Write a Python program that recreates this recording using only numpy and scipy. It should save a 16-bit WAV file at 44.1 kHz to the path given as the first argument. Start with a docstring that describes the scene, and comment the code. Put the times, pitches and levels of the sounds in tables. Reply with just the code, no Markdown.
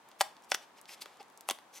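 """Stiff card torn along a perforation, bent between two hands close to the microphone.
The bridges between the holes snap in three groups; each snap is a burst of breaking fibres that
flexes the sheet and sets it ringing. In between, single fibres tick and card slides over card and skin.
A small, quiet room answers."""
import sys
import numpy as np
from scipy import signal
from scipy.fft import rfft, irfft
from scipy.io import wavfile
from scipy.ndimage import uniform_filter1d

SR = 44100
rng = np.random.default_rng(int(sys.argv[2]) if len(sys.argv) > 2 else 0)


def generate_wav(signal):
    """Clip the signal to [-1, 1] and save it as 16-bit WAV at the path in sys.argv[1]."""
    frames = np.transpose(np.atleast_2d(signal))
    scaled = np.clip(frames, -1, 1) * 32767
    pcm = np.round(scaled).astype(np.int16)
    wavfile.write(sys.argv[1], SR, pcm)


N = 79380
TIME = np.arange(N) / SR
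HZ = np.maximum(np.arange(N // 2 + 1) * SR / N, 1)


def from_db(db):
    """Decibels to gain."""
    return 10 ** (np.asarray(db) / 20)


def unit_rms(x):
    """Scale to an rms of 1."""
    return x / np.sqrt(np.mean(x ** 2) + 1e-20)


def curve(points):
    """Join (Hz, value) points along the log-frequency axis."""
    hz, value = np.transpose(points)
    return np.interp(np.log(HZ), np.log(hz), value)


def bell(hz, octaves):
    """A bell of height 1 around a frequency."""
    return np.exp(-.5 * (np.log2(HZ / hz) / octaves) ** 2)


def equalise(x, db):
    """Minimum-phase EQ with the given gain at each frequency."""
    cepstrum = irfft(np.log(from_db(db)), N)
    cepstrum[1:N // 2] *= 2
    cepstrum[N // 2 + 1:] = 0
    return irfft(rfft(x) * np.exp(rfft(cepstrum)), N)


def stereo_noise(correlation):
    """White noise with the given left-right correlation."""
    mid, side = rfft(rng.standard_normal((2, N)))
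    mid_gain, side_gain = np.sqrt((1 + correlation) / 2), np.sqrt((1 - correlation) / 2)
    return irfft(mid_gain * mid + side_gain * side * [[1], [-1]], N)


def room_tone(level_db=-60):
    """A faint, dark bed of air, narrow in the mids and wide at both ends of the spectrum."""
    # Each row: frequency in Hz, gain in dB.
    colour = [(30, -43), (70, -22), (120, -16.5), (200, -7.5), (400, -5.5), (650, -4), (900, 0.5),
              (1500, -7.5), (2500, -13.5), (5000, -19.5), (9000, -24), (15000, -31), (16500, -32)]
    # Each row: frequency in Hz, left-right correlation.
    correlation = [(50, 0), (150, 0.55), (600, 0.69), (2000, 0.55), (6000, 0), (14000, 0)]
    air = equalise(stereo_noise(curve(correlation)), curve(colour))
    return from_db(level_db) * unit_rms(air)


def card_slides(grains_per_s=3600):
    """Friction: dense catching fibres over a fine hiss; each stroke rasps at a resonance of its own."""
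    # Each row: start, rise, hold and fall in seconds, level in dB, treble tilt in dB per octave,
    # rasp pitch in Hz, rasp boost in dB.
    strokes = [(0.073, .012, 0.034, 0.013, -70, -3, 3740, 5),
               (0.186, 0.015, .004, 0.0051, -52.5, 6.5, 5500, -3),
               (0.42, 0.017, 0.0072, 0.012, -66.5, -1, 5700, 10),
               (0.484, 0.019, 0.033, 0.015, -55.5, 5, 6000, -3),
               (0.603, 0.022, 0.0046, 0.028, -58.5, 0, 3030, 0),
               (0.755, 0.023, 0.0076, 0.025, -59.5, -0.5, 5540, 5),
               (0.874, 0.015, 0.044, 0.028, -52.5, 2, 5200, 7.5),
               (0.919, 0.016, 0.0056, 0.015, -51, 3.5, 3630, 6),
               (0.955, 0.015, 0.15, 0.1, -63.5, -2, 3660, 1),
               (1.005, .012, 0.0082, 0.015, -47.5, 5.5, 4500, 6),
               (1.017, 0.0027, 0.0012, 0.0029, -39.5, 2.5, 4440, 12),
               (1.192, 0.0096, .004, 0.013, -53, -10.5, 5080, 19),
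               (1.196, 0.014, 0.0045, 0.013, -54, -2.5, 824, 10),
               (1.47, 0.019, .012, .008, -51.5, 8, 8500, 2),
               (1.723, 0.042, 0.0082, 0.026, -49.5, 4, 6100, 8)]
    # The tone all strokes share. Each row: frequency in Hz, gain in dB.
    base_colour = [(100, -40), (330, 1), (900, 4.5), (1500, -1.5), (2400, 5), (5500, -1.5), (8000, -4.5),
                   (12000, -7.5), (15000, -17), (16500, -33)]
    out = 0
    for start, rise, hold, fall, db, tilt_db, rasp_hz, rasp_db in strokes:
        grains = rng.standard_normal(N) * (rng.random(N) < grains_per_s / SR)
        friction = unit_rms(grains) + rng.standard_normal(N)
        envelope = np.interp(TIME, start + np.cumsum([0, rise, hold, fall]), [0, 1, 1, 0])
        tilt = tilt_db * np.log2(1 + HZ / 1000)
        colour = curve(base_colour) + tilt + rasp_db * bell(rasp_hz, octaves=0.12)
        scrape = irfft(rfft(friction) * from_db(colour), N)
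        out += from_db(db) * envelope * unit_rms(scrape)
    return out


def fracture(start, burst_s, colour_db):
    """A quickly dying volley of fibre breaks, flattened in spectrum and then given its colour."""
    envelope = np.exp(-np.minimum(TIME / burst_s, 20) ** 2 / 2)
    breaks = rng.standard_normal(N) * rng.exponential(1, N) * envelope
    smoothed_power = uniform_filter1d(np.abs(rfft(breaks)) ** 2, size=900)
    own_db = 10 * np.log10(np.abs(smoothed_power) + 1e-12)
    burst = equalise(breaks, colour_db - own_db)
    return np.pad(burst, (int(start * SR), 0))[:N]


def fibre_ticks(burst_s=0.001, skirt_db=-22):
    """Single fibres give way as the fold is strained: tiny fractures, each in its own band."""
    # Each row: start in seconds, level in dB, centre in Hz, width in octaves.
    ticks = [(0.0880, -33.5, 11400, 1), (0.1150, -29.5, 4000, 0.75), (0.2034, -16, 6000, 1.6),
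             (0.2058, -16.5, 3500, 0.63), (0.367, -27.5, 3700, 0.58), (0.4223, -37, 7700, 0.45),
             (0.4390, -38, 8000, 0.46), (0.4455, -34, 6950, .6), (0.4530, -38, 8000, .5),
             (0.5010, -27, 11000, 0.87), (0.5144, -9.5, 6030, 0.57), (0.5430, -12, 4940, 1.34),
             (0.5522, -17, 10000, 0.76), (0.8137, -25, 8860, 0.49), (0.8560, -24.5, 3730, 0.54),
             (0.8920, -13, 2360, 0.27), (1.0209, -16, 4170, 0.5), (1.0586, -12, 880, 0.98),
             (1.0582, -21.5, 3360, 0.77), (1.171, -35.5, 4470, 0.95), (1.2287, -30.5, 3900, 1.1),
             (1.2830, -42, 7000, .8), (1.3000, -38.5, 5900, 1), (1.3240, -44, 7860, 0.8),
             (1.3751, -25, 7400, .55), (1.4087, -24, 7400, 1.23), (1.5873, -20.5, 970, 1.5)]
    out = 0
    for start, db, hz, octaves in ticks:
        band_db = 20 * np.log10(bell(hz, octaves) + from_db(skirt_db))
        out += fracture(start, burst_s, db + band_db)
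    return out


def card_ring(force):
    """The held sheet rings briefly in its modes."""
    # Each row: frequency in Hz, level in dB, time to fall by 60 dB in seconds.
    modes = [(583, -51, 0.039), (772, -59, 0.059), (983, -68, 0.14), (1200, -60, 0.02), (1352, -47, 0.036),
             (1962, -40.5, .03), (2690, -44.5, 0.035), (3370, -46, 0.026), (3500, -45, 0.026),
             (4540, -41, 0.018), (4460, -56, .02), (5580, -50, 0.023)]
    out = 0
    for hz, db, t60 in modes:
        radius = from_db(-60 / (t60 * SR))
        pole_real = radius * np.cos(2 * np.pi * hz / SR)
        ring = signal.lfilter([1, -pole_real], [1, -2 * pole_real, radius ** 2], force + 1e-18)
        out += from_db(db) * ring
    return out


def bridge_snaps(treble_hz=7000):
    """Each bridge breaks with a hollow knock and a higher crack; the slower bending wave follows."""
    # Each row: start in seconds, level in dB, burst time and flex lag in seconds, flex pitch in Hz and
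    # relative level in dB, knock in Hz and boost in dB, crack in Hz and boost in dB, treble shelf in dB.
    snaps = [(0.2085, -2, .0010, 0.00063, 796, 19.5, 3320, 11, 5120, 14, -4),
             (0.21, 1, 0.002, 0.00014, 1890, 5.5, 1880, 9, 4600, 5.5, 1),
             (0.2140, -0.5, 0.0006, 0.000094, 824, 12.5, 3200, -1.5, 7450, 5, 3.5),
             (0.5180, -1.5, 0.00063, 0.00026, 638, 12, 2670, 0.5, 5550, 15, -4.5),
             (0.5189, 1, 0.0011, 0.000067, 640, -3.5, 1470, 10, 2690, 9, -10),
             (0.5457, -1.5, 0.00157, 0.00077, 1306, 3.5, 3150, 3, 5790, 12, -6.5),
             (1.4884, -6.5, 0.0007, 0.00102, 880, 15, 2720, 9, 10940, 11, 3),
             (1.4991, -8, 0.0012, 0.0015, 730, 13, 3380, 13, 6140, 11, 1),
             (1.5088, -7.5, 0.0011, .0010, 300, 7.5, 2460, 5, 3170, 6, 5),
             (1.5107, -6.5, 0.0015, 0.00086, 715, 4, 1100, 8, 3660, 6, 4.5)]
    # The tone all snaps share. 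Each row: frequency in Hz, gain in dB.
    base_colour = [(30, -23), (100, -26), (180, -17.5), (280, -9), (520, -1.5), (1400, -0.5), (3000, 0.5),
                   (5500, -4), (9000, -3), (13000, -10.5), (16000, -16)]
    shelf = HZ ** 4 / (HZ ** 4 + treble_hz ** 4)
    out = 0
    for (start, db, burst_s, lag_s, flex_hz, flex_db,
         knock_hz, knock_db, crack_hz, crack_db, treble_db) in snaps:
        knock = knock_db * bell(knock_hz, octaves=0.13)
        crack = crack_db * bell(crack_hz, octaves=0.14)
        colour = curve(base_colour) + knock + crack + treble_db * shelf
        out += fracture(start, burst_s, db + colour)
        out += sheet_flex(start + lag_s, flex_hz, db + flex_db)
    return out


def sheet_flex(start, hz, db, q=1.52, radiation_hz=197):
    """The freed sheet springs back: one push into a strongly damped bending resonance."""
    push = np.exp(-2j * np.pi * HZ * start)
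    resonance = 1 / (1 + 1j * q * (HZ / hz - hz / HZ))
    radiation = 1j * HZ / (radiation_hz + 1j * HZ)  # a small sheet hardly moves air in the bass
    return from_db(db) * irfft(resonance ** 2 * radiation * push, N)


def reflections(t60, build_s):
    """Diffuse stereo reflections that build up and die away, with an energy of 1."""
    envelope = from_db(-60 * TIME / t60) * (1 - np.exp(-(TIME / build_s) ** 2))
    return unit_rms(stereo_noise(correlation=0.54) * envelope) / np.sqrt(N)


def small_room(x, early_db=-10.5, tail_db=-17.5, split_hz=4800):
    """Early scatter from hands and table, then a short tail whose treble dies sooner."""
    # The tone of the reflections. Each row: frequency in Hz, gain in dB.
    colour = [(100, -6), (400, -2), (900, -0.5), (2000, -0.5), (5000, -1), (9000, -2.5), (15000, -2)]
    lowpass, highpass = (signal.butter(2, split_hz, kind, fs=SR, output="sos") for kind in ("low", "high"))
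    tail = signal.sosfilt(lowpass, reflections(t60=0.31, build_s=0.018))
    tail += signal.sosfilt(highpass, reflections(t60=0.25, build_s=0.018))
    early = reflections(t60=0.052, build_s=0.0036)
    response = equalise(from_db(tail_db) * tail + from_db(early_db) * early, curve(colour))
    return signal.fftconvolve(x[None], response, axes=1)[:, :N]


def scene(pan_db=0.48, right_lag_s=16e-6):
    """The card, its room and the room tone, all leaning slightly left."""
    force = bridge_snaps() + fibre_ticks()
    card = force + card_ring(force) + card_slides()
    card_right = irfft(rfft(card) * np.exp(-2j * np.pi * HZ * right_lag_s), N)
    mix = np.array([card, card_right]) + small_room(card) + room_tone()
    return mix * from_db([[pan_db], [-pan_db]])


def record(dry):
    """A steep high cut, 70 dB down from 16650 Hz."""
    return signal.sosfilt(signal.cheby2(16, 70, 16650, fs=SR, output="sos"), dry)


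dry = scene()
out = record(dry)
generate_wav(out)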